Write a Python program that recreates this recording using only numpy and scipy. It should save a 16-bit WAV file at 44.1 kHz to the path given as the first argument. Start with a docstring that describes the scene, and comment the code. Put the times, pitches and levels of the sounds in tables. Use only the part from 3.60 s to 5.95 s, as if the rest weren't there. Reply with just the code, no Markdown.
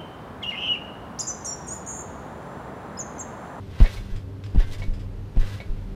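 """Three close, deep booms with creaking springs: a child bouncing on a garden trampoline.
Feet slap, the mat drops in pitch as it sinks, and a loose frame joint clanks.
Springs creak by stick-slip and sliding fabric hisses on the way down and up.
The empty mat flaps back after each take-off; frame and springs hum on over a low outdoor wind."""
import sys
import numpy as np
from scipy import signal
from scipy.fft import rfft, irfft
from scipy.io import wavfile

SR = 44100
rng = np.random.default_rng(int(sys.argv[2]) if len(sys.argv) > 2 else 0)


def pcm_store(signal):
    """Save signal as 16-bit PCM."""
    levels = np.round(np.clip(np.atleast_2d(signal), -1, 1) * 32767)
    wavfile.write(sys.argv[1], SR, levels.astype(np.int16).T)


N = 103635
TIME = np.arange(N) / SR

# modes of the taut mat: f/Hz, level/dB, t60/s
MAT_MODES = [(121, 2, 0.087), (183.7, 0.5, 0.1), (217, -9, 0.27), (274, -10.5, 0.14), (306, -38, 0.3)]
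# modes of the spring hooks: f/Hz, level/dB, t60/s
HOOK_MODES = [(4060, 0, .1), (4260, 1, .1), (4950, -2, .05), (5300, 0, .06), (6200, -3, .1),
              (6850, -3, .08), (7550, -5, .05), (9000, -7, .06), (10000, -6, .08), (10450, -8, .08)]


def amp(db):
    """Decibels to gain."""
    return 10 ** (np.asarray(db) / 20)


def unit(x):
    """x at rms 1."""
    return x / np.sqrt(np.mean(x ** 2) + 1e-20)


def since(start_s):
    """Seconds since start_s; zero before it."""
    return np.maximum(TIME - start_s, 0)


def colour(x, spectrum):
    """x filtered by (f/Hz, level/dB) points, at rms 1."""
    hz, db = np.transpose(spectrum)
    bin_db = np.interp(np.log(np.fft.rfftfreq(N, 1 / SR) + 1), np.log(hz), db)
    return unit(irfft(rfft(x) * amp(bin_db), N))


def noise(spectrum):
    """Coloured noise at rms 1."""
    return colour(rng.standard_normal(N), spectrum)


def burst(start_s, decay_s, rise_s=0.00026):
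    """Envelope: quick attack, exponential fall."""
    t = since(start_s)
    return (1 - np.exp(-t / rise_s)) * np.exp(-t / decay_s)


def swell(t, peak_s):
    """Envelope: rises to 1 at peak_s, then dies away."""
    return t / peak_s * np.exp(1 - t / peak_s)


def ring(modes, t):
    """Decaying modes struck at t = 0."""
    return sum(amp(db - 60 * t / t60_s) * np.sin(2 * np.pi * hz * t) for hz, db, t60_s in modes)


def with_ring(x, modes, ring_db):
    """x plus the modes it excites, at ring_db relative to x."""
    ringing = signal.fftconvolve(x, ring(modes, TIME[:SR // 2]))[:N]
    return x + amp(ring_db) * x.std() * unit(ringing)


def slips(rate_per_s=2200, spread_db=3, click_share=0.55):
    """Dense stick-slip clicks of uneven size in a smooth rub."""
    size = amp(spread_db * np.minimum(rng.exponential(1, N), 4))
    clicks = size * rng.choice([-1, 1], N) * (rng.random(N) < rate_per_s / SR)
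    return np.sqrt(click_share) * unit(clicks) + np.sqrt(1 - click_share) * rng.standard_normal(N)


def mat_booms(sunk_hz=13.7, sag_s=0.026):
    """The mat booms, its pitch dropping as it sinks under the child."""
    # t/s, level/dB, starting f/Hz, swell/s
    landings = [(.210, -1.5, 60.7, 0.013), (.970, -6, 61.8, 0.017), (1.769, -8.5, 44.4, .022)]
    out = np.zeros(N)
    for start_s, db, hz, peak_s in landings:
        t = since(start_s)
        cycles = sunk_hz * t + (hz - sunk_hz) * sag_s * (1 - np.exp(-t / sag_s))
        out -= amp(db) * swell(t, peak_s) ** 1.11 * np.sin(2 * np.pi * cycles)
    return out


def mat_flaps(flutter_hz=37.55, ring_db=-22.5):
    """The empty mat flaps back and rings; a flutter builds slowly."""
    # t/s, flap level/dB, flap f/Hz, flutter level/dB
    takeoffs = [(0.517, -20, 23.6, -62), (1.279, -14, 24.7, -32), (2.093, -17, 25.6, -31.5)]
    out = np.zeros(N)
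    for start_s, db, hz, flutter_db in takeoffs:
        t = since(start_s)
        out += amp(db) * swell(t, peak_s=0.016) * np.sin(2 * np.pi * hz * t)
        out += amp(db + ring_db) * ring(MAT_MODES, t)
        out += amp(flutter_db) * swell(t, peak_s=0.17) ** 2 * np.sin(2 * np.pi * flutter_hz * t)
    return out


def mat_sway():
    """The loaded mat heaves as the feet push off."""
    # t/s, level/dB, f/Hz, swell/s
    heaves = [(0.354, -26.5, 35, 0.034), (1.074, -23.5, 16, 0.03), (1.17, -25.5, 30.4, 0.032)]
    return sum(amp(db) * swell(since(start_s), peak_s) ** 2 * np.sin(2 * np.pi * hz * since(start_s))
               for start_s, db, hz, peak_s in heaves)


def feet():
    """Feet dent the mat with a short suck of air, smack the weave, ring it and skid."""
    # t/s, dent level/dB, dent width/s, smack level/dB, ring level/dB
    footfalls = [(0.203, -7, 0.0019, -28, -58), (.212, -32, 0.0041, -33, -21.5),
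                 (0.948, -14, 0.0079, -40, -26.5), (.959, -32, 0.0028, -41.5, -21.5),
                 (1.763, -29, 0.0036, -46, -35), (1.771, -19, 0.0033, -38.5, -26.5)]
    # sole on weave: f/Hz, level/dB
    smack_spectrum = [(60, -9), (180, -0.5), (300, -7), (420, -1), (700, 6), (1300, -10), (3200, -12),
                      (6000, -31.5), (15000, -33.5)]
    # t/s, level/dB, decay/s
    skids = [(0.227, -47.5, 0.016), (1.001, -51, 0.0089), (1.797, -56, 0.018)]
    # f/Hz, level/dB
    skid_spectrum = [(1000, -38), (3000, -25), (5500, 10), (8000, 1), (12000, 0.5), (15000, -27)]
    out, smack = np.zeros(N), noise(smack_spectrum)
    for start_s, dent_db, width_s, smack_db, ring_db in footfalls:
        t = since(start_s)
        out -= amp(dent_db) * swell(t, width_s) ** 2
        out += amp(smack_db) * burst(start_s, decay_s=0.0087) * smack
        out -= amp(ring_db) * ring(MAT_MODES, t)
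    skid_envelope = sum(amp(db) * burst(start_s, decay_s) for start_s, db, decay_s in skids)
    return out + skid_envelope * colour(slips(), skid_spectrum)


def springs_and_fabric(stutter_db=0.87):
    """Springs grind and ring their coils; sliding fabric hisses and stirs the hooks."""
    # stretch or release: peak t/s, rise/s, fall/s, creak level/dB, hiss level/dB
    strokes = [(0.245, 0.067, 0.068, -40, -61), (.355, 0.11, 0.048, -49, -48),
               (.52, 0.4, 0.094, -54.5, -61), (1.004, 0.021, 0.042, -40.5, -56.5),
               (1.137, 0.044, 0.019, -48.5, -47), (1.2, 0.035, 0.078, -53, -54),
               (1.812, 0.018, 0.073, -46.5, -53.5), (1.877, 0.014, 0.023, -44.5, -51),
               (1.928, 0.049, 0.071, -48, -50.5)]
    # f/Hz, level/dB
    creak_spectrum = [(200, -67), (400, 5.5), (650, 2), (1200, 1), (1800, 1.5), (2700, 1), (3700, -2.5),
                      (5500, -10.5), (8000, -25), (15000, -26)]
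    # f/Hz, level/dB
    hiss_spectrum = [(500, -16), (2000, 1), (3500, 9.5), (5500, 5.5), (8000, 0.5), (12000, -5),
                     (15000, -8.5)]
    # level modulation from uneven sliding: f/Hz, level/dB
    stutter_spectrum = [(5, 0), (20, 2), (70, -24), (150, -14), (600, -57), (2000, -100)]
    # f/Hz, level/dB, t60/s
    coil_modes = [(1120, -2, .4), (1560, 0, .35), (1668, 0, .35), (1760, -5, .2), (1835, -6, .2),
                  (1999, 0, .35), (2084, -1, .3), (2635, -6, .15), (2865, -5, .3), (3240, -3, .2),
                  (3532, -3, .3)]
    creak_power, hiss_power = np.zeros((2, N))
    for peak_s, rise_s, fall_s, creak_db, hiss_db in strokes:
        speed = np.exp(-np.maximum(peak_s - TIME, 0) / rise_s - since(peak_s) / fall_s)
        creak_power += (amp(creak_db) * speed) ** 2
        hiss_power += (amp(hiss_db) * speed) ** 2
    stutter = amp(stutter_db * noise(stutter_spectrum))
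    creak = stutter * np.sqrt(creak_power) * colour(slips(), creak_spectrum)
    hiss = stutter * np.sqrt(hiss_power) * colour(slips(), hiss_spectrum)
    return with_ring(creak, coil_modes, ring_db=-6.5) + with_ring(hiss, HOOK_MODES, ring_db=-10.5)


def spring_groans(width_hz=330, sag_hz_per_s=8100, low_ratio=0.31, low_db=3):
    """Slips excite two spring resonances that sag at full stretch."""
    # t/s, level/dB, swell/s, starting f/Hz
    groans = [(.232, -40, 0.018, 2120), (0.995, -42.5, 0.012, 1920), (1.819, -50, 0.014, 1770)]
    out = np.zeros(N)
    pole = np.exp(-np.pi * width_hz / SR)
    for start_s, db, peak_s, hz in groans:
        t = since(start_s)
        cycles = np.cumsum(np.maximum(hz - sag_hz_per_s * t, hz / 2)) / SR
        for ratio, gain in [(1, 1), (low_ratio, amp(low_db))]:
            # gliding band-pass: shift down, low-pass, shift back
            carrier = np.exp(2j * np.pi * ratio * cycles)
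            baseband = signal.lfilter([1], [1, -2 * pole, pole * pole], slips() / carrier)
            out += gain * amp(db) * swell(t, peak_s) ** 2 * unit((carrier * baseband).real)
    return out


def frame_joint(rise_s=0.0015, chatter_db=-8, chatter_decay_s=0.022):
    """A loose steel joint knocks, rings briefly and chatters."""
    # t/s, level/dB
    clanks = [(.257, -30), (.370, -39.5), (1.219, -32.5), (2.001, -33.5)]
    # f/Hz, level/dB, t60/s
    joint_modes = [(555, -7, .13), (600, -11, .1), (680, -11, .09), (1001, -18, .07), (1895, -15, .09),
                   (2229, -2, .13), (2290, -8, .07), (2616, -14, .07), (3338, -17, .07), (3639, -15, .06),
                   (3930, -14, .07), (4188, -19, .06)]
    # f/Hz, level/dB
    chatter_spectrum = [(200, -14), (420, 1), (600, 9), (1200, -5), (2300, 3.5), (3000, -5.5), (3800, -0.5),
                        (5000, -15), (15000, -37)]
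    out, chatter = np.zeros(N), amp(chatter_db) * noise(chatter_spectrum)
    for start_s, db in clanks:
        t = since(start_s)
        tone = (1 - np.exp(-t / rise_s)) * ring(joint_modes, t)
        out += amp(db) * (tone + chatter * burst(start_s, chatter_decay_s, rise_s))
    return out


def net_and_cloth():
    """Net and cloth tick and brush together, jingling the hooks."""
    # t/s, level/dB, decay/s
    ticks = [(.2005, -37, 0.0026), (0.8383, -40, 0.0046), (.862, -43, 0.0051), (0.9487, -39, .0009),
             (1.0765, -40, 0.00071), (1.239, -41, .002), (1.762, -47, .0015), (1.797, -42, .004)]
    # f/Hz, level/dB
    tick_spectrum = [(400, -14), (1000, 4), (1800, 10.5), (3500, 3), (5200, 2), (7600, -11), (10000, -21),
                     (15000, -24)]
    # t/s, level/dB, decay/s
    brushes = [(0.56, -48.5, 0.024), (.843, -55, 0.065), (1.145, -41.5, 0.01), (1.183, -47, 0.012),
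               (1.336, -50.5, 0.031), (1.393, -53, 0.03)]
    # f/Hz, level/dB
    brush_spectrum = [(600, -14), (1800, 6.5), (3300, 8), (4200, -3.5), (5100, 9), (6200, -6), (7500, -1.5),
                      (8800, -8.5), (10000, -11), (15000, -22)]
    tick_envelope = sum(amp(db) * burst(start_s, decay_s) for start_s, db, decay_s in ticks)
    brush_envelope = sum(amp(db) * burst(start_s, decay_s, rise_s=0.0012)
                         for start_s, db, decay_s in brushes)
    rustle = tick_envelope * noise(tick_spectrum) + brush_envelope * colour(slips(), brush_spectrum)
    return with_ring(rustle, HOOK_MODES, ring_db=-14.5)


def frame_drone():
    """The frame's three main tones swell and fade through the bouncing."""
    # f/Hz
    tones_hz = (98.9, 196.2, 274.4)
    # t/s, then level/dB of each tone
    tone_levels = [(0, -49, -42, -50), (.16, -46, -58, -62.5), (.3, -42, -53.5, -60), (.52, -38, -45, -71),
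                   (.66, -37, -53, -47.5), (.91, -33, -59, -56), (1.06, -45, -61, -49.5),
                   (1.2, -36, -51, -57), (1.35, -42.5, -44.5, -54), (1.5, -37.5, -55, -51.5),
                   (1.67, -38.5, -63, -62.5), (1.95, -34, -48.5, -56.5), (2.05, -38.5, -57, -64),
                   (2.35, -46.5, -46.5, -52)]
    times_s, *levels_db = np.transpose(tone_levels)
    return sum(amp(np.interp(TIME, times_s, db)) * unit(np.sin(2 * np.pi * hz * TIME))
               for hz, db in zip(tones_hz, levels_db))


def frame_hum(waver_depth=0.45):
    """Weaker modes of frame and springs hum on, wavering in pitch and level."""
    # f/Hz, width/Hz, level/dB
    hum_modes = [(75.7, 7.3, -48), (94.9, 13.97, -44.5), (147.6, 6.7, -52.5), (187.4, 19.7, -54.5),
                 (298.1, 19.8, -58), (367.6, 13, -60.5), (397, 6.5, -55.5), (448, 13.4, -60),
                 (523, 33.5, -61), (600.3, 16.3, -64), (643, 12.9, -72)]
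    bin_hz, out = np.fft.fftfreq(N, 1 / SR), np.zeros(N)
    for hz, width_hz, db in hum_modes:
        white = rng.standard_normal(N) + 1j * rng.standard_normal(N)
        drift = np.fft.ifft(np.fft.fft(white) * np.exp(-(bin_hz / width_hz) ** 2))
        cycles = np.cumsum(hz + width_hz / 2 * unit(drift.real)) / SR
        waver = 1 + waver_depth * unit(drift.imag)
        out += amp(db) * unit(waver * np.sin(2 * np.pi * cycles))
    return out


def wind(rumble_db=-40, hiss_db=-60):
    """Low rumble and a distant hiss that comes and goes."""
    # f/Hz, level/dB
    rumble_spectrum = [(15, -20.5), (40, -2.5), (90, 1.5), (160, -10), (300, -17), (600, -24.5),
                       (1000, -28.5), (2000, -45), (5000, -57)]
    # f/Hz, level/dB
    hiss_spectrum = [(300, -25), (800, 3), (1500, 1.5), (3000, -4), (4500, -8), (8000, -18.5),
                     (12000, -21.5), (15000, -29)]
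    # t/s, level/dB re hiss_db
    hiss_levels = [(0, -0.5), (.4, -3), (.75, -0.5), (.9, 2), (1.5, 1), (1.7, 1.5), (2.1, 3.5), (2.35, 2.5)]
    times_s, offsets_db = np.transpose(hiss_levels)
    rumble = amp(rumble_db) * noise(rumble_spectrum)
    hiss = amp(hiss_db + np.interp(TIME, times_s, offsets_db)) * noise(hiss_spectrum)
    return rumble + hiss


def scene():
    """The trampoline over the wind, mono."""
    bounces = mat_booms() + mat_flaps() + mat_sway() + feet()
    fittings = springs_and_fabric() + spring_groans() + frame_joint() + net_and_cloth()
    background = frame_drone() + frame_hum() + wind()
    return (bounces + fittings + background)[None]


def record(dry):
    """Short fades at both ends, then a low-pass."""
    fade_s, cutoff_hz = 0.003, 15350
    fades = np.minimum(np.minimum(TIME, TIME[::-1]) / fade_s, 1)
    lowpass = signal.firwin(511, cutoff_hz, window=("kaiser", 9), fs=SR)
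    return signal.oaconvolve(dry * fades, lowpass[None], "same")


dry = scene()
out = record(dry)
pcm_store(out)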